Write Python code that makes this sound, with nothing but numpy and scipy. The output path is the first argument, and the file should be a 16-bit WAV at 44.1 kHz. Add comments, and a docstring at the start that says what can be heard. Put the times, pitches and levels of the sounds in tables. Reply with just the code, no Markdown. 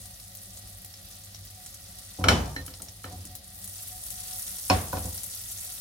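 """Butter sizzles in a deep steel pan on a gas stove in a small kitchen, close by in stereo.
From the start: foam of bursting steam bubbles, the hum of flame and room, single large pops; from 1.2 s a
whistle swells now and then. From 2.2 s utensil and pan knock and counter and stove top boom along; a small
metal part clinks. From 3.5 s the foam grows, spreading in the swirled pan, which bumps again from 4.7 to 5 s.
Grains and blows ring decaying sines; hum, spray and clatter are shaped noise."""
import sys
import numpy as np
from scipy import signal
from scipy.fft import rfft, irfft
from scipy.io import wavfile

SR = 44100
rng = np.random.default_rng(int(sys.argv[2]) if len(sys.argv) > 2 else 0)


def gain_from_db(level_db):
    """Turn a decibel level (scalar or array-like) into a linear amplitude factor."""
    decades = np.asarray(level_db, float) / 20
    return 10 ** decades


def master_out(mix):
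    """Clip the mix to full scale and print it as 16-bit PCM to the path in sys.argv[1]."""
    frames = np.transpose(np.atleast_2d(mix))
    ceiling = np.clip(frames, -1, 1)
    pcm = np.round(ceiling * 32767).astype(np.int16)
    wavfile.write(sys.argv[1], SR, pcm)


N = 256044


def rms_one(x):
    """Scale to unit rms."""
    return x / np.sqrt(np.mean(x ** 2) + 1e-20)


def in_time(rows):
    """Table columns as curves, one value a sample."""
    s, *columns = np.transpose(rows)
    return [np.interp(np.arange(N) / SR, s, c) for c in columns]


def at_hz(points, hz, order=1):
    """Read a column of a frequency table on a log axis."""
    table = np.array(points)
    return np.interp(np.log(np.maximum(hz, 1)), np.log(table[:, 0]), table[:, order])


def drift(rate_hz):
    """Slow random curve of unit rms: noise through two equal poles, run at SR / 40."""
    r = np.exp(-2 * np.pi * rate_hz * 40 / SR)
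    slow = signal.lfilter([1], [1, -2 * r, r * r], rng.standard_normal(N // 40 + 2002))
    slow = rms_one(slow[2000:])   # skip the run-in
    return np.interp(np.arange(N) / 40, np.arange(len(slow)), slow)


def ring(clicks, hz, t60_s):
    """Two-pole resonator: a unit click sets a decaying sine of height 1 ringing."""
    r = 10 ** (-3 / (t60_s * SR))
    w = 2 * np.pi * hz / SR
    return signal.lfilter([0, np.sin(w)], [1, -2 * r * np.cos(w), r * r], clicks + 1e-18)


def band_pass(x, low_hz, high_hz, order=2):
    """Butterworth band-pass."""
    return signal.sosfilt(signal.butter(order, [low_hz, high_hz], "band", fs=SR, output="sos"), x)


def sides(left_right_db):
    """Left and right gains for a level difference."""
    return gain_from_db(np.array([left_right_db, -left_right_db]) / 2)


def bowl(x, t60_s, level_db):
    """The steel bowl scatters each burst into a short dense tail, another one at each ear."""
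    t = np.arange(4096) / SR
    envelope = 10 ** (-3 * t / t60_s) * np.minimum(t / 0.001, 1)
    tail = rng.standard_normal((2, 4096)) * envelope
    tail = gain_from_db(level_db) * tail / np.sqrt(np.sum(tail ** 2, axis=1, keepdims=True))
    return x + signal.fftconvolve(x, tail, axes=1)[:, :N]


# foam, spreading once the pan is swirled: (time [s], fine bubble level [dB], coarse bubble level [dB])
FOAM_LEVELS = [(0.0, -47.5, -55.5), (0.6, -49.5, -55.5), (1.4, -51, -54.5), (2.15, -49, -52),
               (2.8, -51, -56.5), (3.28, -50, -55), (3.45, -54, -60.5), (3.6, -45.5, -57), (3.8, -42, -49),
               (4.02, -42, -52.5), (4.28, -39.5, -47), (4.65, -38.5, -47.5), (5.0, -39, -48),
               (5.4, -39.5, -48), (5.8, -40, -48)]
# colour of the foam: (frequency [Hz], relative density [dB per Hz])
FOAM_SPECTRUM = [(710, -16.5), (1200, -12.5), (1370, -11), (1650, -14.5), (1900, -11), (2100, -12),
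                 (2760, -12), (3520, -9), (3800, -8), (5820, -4), (7010, -9), (9750, -6.5), (15300, -14.5),
                 (16000, -17), (16500, -82)]
FOAM_LEFT_RIGHT_DB = 0.5


def fizz(per_s=5000, spread_db=7.0, cycles=8.3, clump_db=4.0, together=0.33, mist_db=-0.5, split_hz=7800):
    """Small bubbles burst in clumps, each pitch with its own arrival lag, over a mist of tiny ones."""
    fine_db, coarse_db = in_time(FOAM_LEVELS)
    out = np.zeros((2, N))
    swell = drift(9.9)   # shared by all pitches
    for hz in np.geomspace(2000, 15500, 16):
        rate_per_s = per_s / 16 * gain_from_db(clump_db * (together * swell + drift(20)))
        born = rng.random(N) < rate_per_s / SR
        sizes = gain_from_db(spread_db * np.minimum(rng.exponential(1, N), 4.0)) * rng.choice([-1, 1], N)
        grains = rms_one(ring(sizes * born, hz, cycles / hz)) * np.sqrt(hz)
        lag = rng.integers(-12, 13)   # place in the pan sets the arrival difference [samples]
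        out += np.array([grains, np.roll(grains, lag)])
    bursts = rms_one(bowl(out, t60_s=0.039, level_db=0.5))
    white = bursts + gain_from_db(mist_db) * rng.standard_normal((2, N))

    hz = np.fft.rfftfreq(N, 1 / SR)
    coloured = rfft(white) * gain_from_db(at_hz(FOAM_SPECTRUM, hz))
    low = 1 / (1 + (hz / split_hz) ** 6)
    coarse = rms_one(irfft(coloured * low, N))
    fine = rms_one(irfft(coloured * (1 - low), N))
    return sides(FOAM_LEFT_RIGHT_DB)[:, None] * (gain_from_db(coarse_db) * coarse + gain_from_db(fine_db) * fine)


# colour of flame and room: (frequency [Hz], relative density [dB per Hz])
ROOM_SPECTRUM = [(15, -46), (25, -4.5), (97, 3), (146, -13), (192, -7.5), (439, -25.5), (532, -17.5),
                 (732, -13.5), (1010, -30), (1190, -28), (1900, -22), (2300, -25), (4000, -15), (5200, -16),
                 (8800, -120)]
# narrow resonances: (frequency [Hz], width [Hz], added gain [dB])
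ROOM_RESONANCES = [(48.5, 5.7, 7.5), (99.7, 4.65, 12.5), (157, 12.6, 4.5), (185.8, 3.3, 3), (193.4, 5.3, 7),
                   (357, 6.7, 3.5), (545, 7.5, 10.5), (571, 14, -1), (1183, 35, 11), (1917, 23, 13)]
# left-right likeness, below zero played as zero: (frequency [Hz], correlation [1])
EAR_LIKENESS = [(60, 1), (130, 1), (290, 0.64), (640, 0.64), (1410, -0.4), (3100, 0.31), (6820, -0.24),
                (15000, 0.38)]
WHISTLE_HZ, WHISTLE_WIDTH_HZ = 733.3, 29
RUMBLE_DB, WHISTLE_DB = -50.5, -67.5
RIGHT_LAG_S = 6e-5   # flame and room reach the right microphone later


def hum(waver_db=-1.0):
    """Flame and room noise swell in a few narrow resonances; the air in the bowl whistles faintly."""
    hz = np.fft.rfftfreq(N, 1 / SR)
    alike = np.clip(at_hz(EAR_LIKENESS, hz), 0, 1)
    mix = np.sqrt(np.array([1 + alike, 1 - alike]) / 2)   # mid and side gains
    peaks = sum(gain_from_db(db) / (1 + (2 * (hz - f) / w) ** 2) for f, w, db in ROOM_RESONANCES)
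    rumble = gain_from_db(at_hz(ROOM_SPECTRUM, hz)) * (1 + peaks)
    whistle = 1 / (1 + (2 * (hz - WHISTLE_HZ) / WHISTLE_WIDTH_HZ) ** 2)
    lag = round(RIGHT_LAG_S * SR)
    out = 0
    for colour, db in ((rumble, RUMBLE_DB + waver_db * drift(2.2)), (whistle, WHISTLE_DB)):
        mid, side = irfft(rfft(rng.standard_normal((2, N))) * mix * colour, N)
        out = out + gain_from_db(db) * rms_one(np.array([mid + side, np.roll(mid - side, lag)]))
    return out


# large bubbles bursting: (time [s], level [dB], centre frequency [Hz], left-right difference [dB])
LARGE_BUBBLES = [(0.0148, -34, 11400, 2.0), (0.0572, -29, 9720, 4), (0.1992, -34.5, 5200, 3),
                 (0.351, -27.5, 12500, 1.0), (0.457, -32, 9630, 2.5), (0.573, -29.5, 7550, -2),
                 (0.6743, -32, 10100, 1.0), (0.8476, -26, 11600, 0.5), (0.9398, -31, 5400, -3),
                 (1.1076, -35, 9030, 5), (1.238, -34, 7460, -4), (1.347, -28, 5700, 1.5),
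                 (1.4515, -31, 13400, 1.0), (1.662, -25.5, 8000, -3), (1.7458, -31, 10300, 1.0),
                 (1.9878, -30, 10700, 0.5), (2.022, -35, 9310, 0.0), (2.457, -33, 5140, 1.0),
                 (2.664, -23, 10600, 2.5), (2.739, -28.5, 5030, 0.5), (2.82, -22.5, 9300, 3.5),
                 (2.8852, -28.5, 5800, -1.0), (3.1237, -31, 9190, -3), (3.253, -27, 9500, 0.5),
                 (3.3525, -22.5, 11500, 1.5), (3.4436, -32, 9400, -1.0), (3.643, -22.5, 10900, 2.0),
                 (3.6759, -26, 9300, 2.5), (3.7897, -34, 4670, -3), (3.875, -28, 9410, 2.0),
                 (3.9598, -32, 9600, 1.0), (4.0381, -28, 9700, 4), (4.0656, -22.5, 11100, 1.5),
                 (4.1046, -20, 10700, 6), (4.235, -27, 9000, 6), (4.4794, -23, 9600, 0.5),
                 (4.585, -22, 9300, -1), (5.1797, -25, 5660, 2.0), (5.234, -20, 10600, 7),
                 (5.2888, -35, 10200, 2.5), (5.586, -28, 8520, -2), (5.618, -31, 11700, 2.5)]
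# a large bubble sets off small ones of like pitch: level under its ring, 1/e time, bandwidth
SPRAY_DB, SPRAY_S, SPRAY_OCTAVES = -21.0, 0.018, 0.7


def pops(cycles=18.0, snap_db=-9.0, lag_s=0.00003):
    """A large bubble gives a broad snap, a brief ring at its own pitch and a dying spray of small ones."""
    out = np.zeros((2, N + 4096))
    click = np.zeros(4096)
    click[0] = 1
    snap = band_pass(click, 3500, 15000)
    dying = gain_from_db(SPRAY_DB) * np.exp(-np.arange(4096) / (SPRAY_S * SR))
    leans = rng.uniform(-1.2, 1, len(LARGE_BUBBLES))
    for (s, db, hz, left_right_db), lean in zip(LARGE_BUBBLES, leans):
        burst = ring(click, hz, cycles / hz) + gain_from_db(snap_db) * snap / snap.max()
        grains = rng.standard_normal((2, 4096)) * (rng.random(4096) < 0.15)
        edges_hz = np.minimum(hz * 2 ** (SPRAY_OCTAVES * np.array([-0.5, 0.5])), 0.45 * SR)
        spray = dying * rms_one(band_pass(grains, *edges_hz, order=1))
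        for ear, gain in enumerate(sides(left_right_db)):
            at = round((s + ear * lean * lag_s) * SR)
            out[ear, at:at + 4096] += gain * gain_from_db(db) * (burst + spray[ear])
    return bowl(out[:, :N], t60_s=0.045, level_db=1.5)


# clear swells of the whistle: (time [s], rms level at the top [dB], half length to 1/e [s])
WHISTLE_SWELLS = [(1.187, -67, 0.046), (1.605, -64.5, .08), (2.476, -46, 0.028), (3.138, -47, 0.028),
                  (3.337, -56.5, 0.036), (3.942, -52, 0.041), (4.196, -58, 0.072), (4.343, -52, 0.043),
                  (5.7, -59.5, 0.027)]


def swells(tone_hz=738, wander_hz=2.63):
    """Brief clear swells of the whistle: a wandering sine under Gaussian envelopes."""
    t = np.arange(N) / SR
    level = sum(gain_from_db(db) * np.exp(-((t - s) / half) ** 2) for s, db, half in WHISTLE_SWELLS)
    phase = 2 * np.pi * np.cumsum(tone_hz + wander_hz * drift(3.2)) / SR
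    return np.sqrt(2) * level * np.sin(phase)


# blows of the utensil:
# (time [s], utensil level [dB], counter level [dB], stove top level [dB], hardness [dB per octave])
UTENSIL_BLOWS = [(2.240, -17, -25.5, -27, -4), (2.269, -22, -24, -26, -13.5), (2.2848, -11, -21, -21, -0.5),
                 (2.562, -39.5, -50, -36.5, 0), (2.679, -45.5, -52, -46, 0), (2.80, -42, -49, -51, -12),
                 (3.042, -34, -42, -40, -3.5)]
# bumps of the pan:
# (time [s], pan level [dB], counter level [dB], stove top level [dB], hardness [dB per octave])
PAN_BUMPS = [(2.187, -34.5, -34, -30.5, -32), (2.21, -41, -48, -33, -5), (2.305, -27.5, -16.5, -28.5, -2.5),
             (3.125, -55, -45, -40, -8), (3.181, -65, -57, -44.5, -4), (3.246, -66, -45, -52, 1),
             (4.699, -15.5, -30, -19.5, -1), (4.929, -26.5, -38, -29, -7), (4.969, -36, -41, -38.5, -0.5),
             (5.046, -37, -40, -36, -12.5)]


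def blows():
    """All blows as columns, the utensil's first."""
    return np.transpose(UTENSIL_BLOWS + PAN_BUMPS)


def clicks_at_blows(heights):
    """One click of the given height at each blow."""
    clicks = np.zeros(N)
    clicks[np.round(blows()[0] * SR).astype(int)] = heights
    return clicks


def hardness_db(hard, hz):
    """Soft blows leave the modes above 750 Hz weak."""
    return hard * np.log2(max(hz, 750) / 750)


def struck(modes, blow_db, rise_cycles=1.0, luck_db=2.5, apart_s=0.00012, apart_cycles=0.2):
    """Every blow rings every mode of a body; each mode swells for about a cycle."""
    s, *_, hard = blows()
    out = np.zeros((2, N))
    for hz, db, t60_s in modes:
        luck = luck_db * rng.normal(0, 1, len(s))
        clicks = clicks_at_blows(gain_from_db(blow_db + db + hardness_db(hard, hz) + luck))
        tone = ring(clicks, hz, t60_s) - ring(clicks, hz, np.log(1000) * rise_cycles / hz)
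        lag = round(rng.choice([-1, 1]) * min(apart_s, apart_cycles / hz) * SR)
        out += np.array([tone, np.roll(tone, lag)])
    return out


def cracks(blow_db, t60_s=0.031, low_hz=900, high_hz=9000):
    """The first milliseconds of a hard contact are a bright noise."""
    *_, hard = blows()
    clicks = clicks_at_blows(gain_from_db(blow_db + 2 * hard))
    envelope = signal.lfilter([1], [1, -10 ** (-3 / (t60_s * SR))], clicks + 1e-18)
    return band_pass(rng.standard_normal((2, N)) * envelope, low_hz, high_hz)


# loose sheet metal and walls after a blow: (frequency [Hz], level [dB per half octave], t60 [s])
CLATTER = [(59.7, -11.5, 0.54), (108.5, -20.5, 0.99), (203, -15, 0.48), (385, -18, 0.49), (814, -16, 0.58),
           (1500, -18, 0.47), (3000, -16.5, 0.38), (5990, -19.5, 0.45), (14000, -27, 0.23)]


def rattle(metal_db, boom_db, rise_cycles=2.8, boom_top_hz=350):
    """After each blow a dense clatter dies band by band, most alike at both ears in the bass."""
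    *_, hard = blows()
    out = np.zeros((2, N))
    edges_hz = 55 * 2 ** np.arange(0, 8.3, 0.5)
    white = rng.standard_normal((2, 2, N))   # neighbouring bands take turns
    for k, (low, high) in enumerate(zip(edges_hz, edges_hz[1:])):
        hz = np.sqrt(low * high)
        bass = 1 / (1 + (hz / boom_top_hz) ** 4)
        boom_power, metal_power = gain_from_db(2 * boom_db), gain_from_db(2 * (metal_db + hardness_db(hard, hz)))
        clicks = clicks_at_blows(bass * boom_power + (1 - bass) * metal_power)
        fall = 10 ** (-6 / (at_hz(CLATTER, hz, order=2) * SR))
        rise = np.exp(-hz / (rise_cycles * SR))   # lows build up later
        power = signal.lfilter([1 - rise], np.convolve([1, -fall], [1, -rise]), clicks + 1e-18)
        mid, side = rms_one(band_pass(white[k % 2], low, high))
        alike = np.clip(at_hz(EAR_LIKENESS, hz), 0, 1)
        stereo = np.sqrt(1 + alike) * mid + np.sqrt(1 - alike) * side * [[1], [-1]]
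        out += gain_from_db(at_hz(CLATTER, hz)) * np.sqrt(power / 2) * stereo
    return out


# modes of utensil, pan base, counter and stove top: (frequency [Hz], relative level [dB], t60 [s])
UTENSIL_MODES = [(1165, -16, 0.062), (1327, 8.5, 0.021), (1443, -8, 0.074), (1720, -3, 0.044),
                 (2260, 0, 0.021), (2650, -8.5, 0.042), (3014, -18, 0.35), (3050, 0, 0.049),
                 (3230, -22, 0.14), (3900, -20.5, 0.152), (4137, -2, 0.042), (4850, -13.5, 0.073),
                 (5140, -17, 0.054), (5400, -11.5, 0.11), (5530, -18, 0.31), (5700, -23, 0.38),
                 (5660, -1, 0.029), (7170, -14.5, 0.046), (8100, -34, .05), (8520, -31, 0.44),
                 (9400, -21, 0.082)]
PAN_MODES = [(550, -8.5, 0.16), (626, -12.5, 0.16), (743, -5, 0.19), (994, 5, 0.053), (1091, -5.5, 0.1),
             (1414, -10, 0.098), (1472, -1, .06), (1580, -22, 0.061), (1835, -38, 0.053), (2516, -3, 0.048),
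             (2900, -15, 0.065), (3740, -12, 0.064), (4270, -10, 0.073), (5220, -2, 0.041),
             (5400, -10, 0.087), (6400, -36.5, 0.067)]
COUNTER_MODES = [(69.6, 2, 0.52), (180, -6.5, 0.29), (239.9, -8, 0.27), (359, -22.5, 0.39),
                 (473, -23, 0.68)]
STOVE_MODES = [(91.5, 6, 0.32), (185.2, -7, 0.2), (275.5, -1.5, .15), (298, -11.5, 0.13), (513, -13, 0.42)]
PAN_ANSWERS_DB = -24   # the pan rings along under the utensil


def knocks(crack_db=-1.0):
    """Utensil, pan, counter and stove top answer each blow together; the clinks share the bowl."""
    s, metal_db, counter_db, stove_db, _ = blows()
    by_utensil = np.arange(len(s)) < len(UTENSIL_BLOWS)
    utensil = struck(UTENSIL_MODES, np.where(by_utensil, metal_db, -np.inf))
    pan = struck(PAN_MODES, metal_db + PAN_ANSWERS_DB * by_utensil)
    metal = utensil + pan + cracks(metal_db + crack_db)
    hollow = struck(COUNTER_MODES, counter_db) + struck(STOVE_MODES, stove_db)
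    clatter = rattle(metal_db, np.maximum(counter_db, stove_db))
    return bowl(metal + clink(), t60_s=0.14, level_db=-5.5) + hollow + clatter


# touches of a small metal part: (time [s], level [dB])
CLINK_TOUCHES = [(2.564, -28.5), (3.042, -42)]
# its modes: (frequency [Hz], relative level [dB], t60 [s])
CLINK_RINGS = [(1820, 6.5, 0.05), (4095, -7.5, 0.14)]


def clink():
    """A light touch of metal rings two short modes, 0.2 ms later at the right."""
    click = np.zeros((2, N))
    for s, db in CLINK_TOUCHES:
        click[0, round(s * SR)] = gain_from_db(db)
        click[1, round((s + 0.0002) * SR)] = gain_from_db(db)
    return sum(ring(gain_from_db(db) * click, hz, t60_s) for hz, db, t60_s in CLINK_RINGS)


def scene():
    """Foam, hum, pops, whistle swells and knocks together."""
    return fizz() + hum() + pops() + swells() + knocks()


def top_cut(x):
    """Nothing passes above the cut-off."""
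    return signal.sosfilt(signal.butter(12, 16850, fs=SR, output="sos"), x)


def record(dry):
    """Steep bass cut of the microphone at 38 Hz."""
    mix = signal.sosfilt(signal.butter(4, 38, "high", fs=SR, output="sos"), dry)
    return top_cut(mix)


dry = scene()
out = record(dry)
master_out(out)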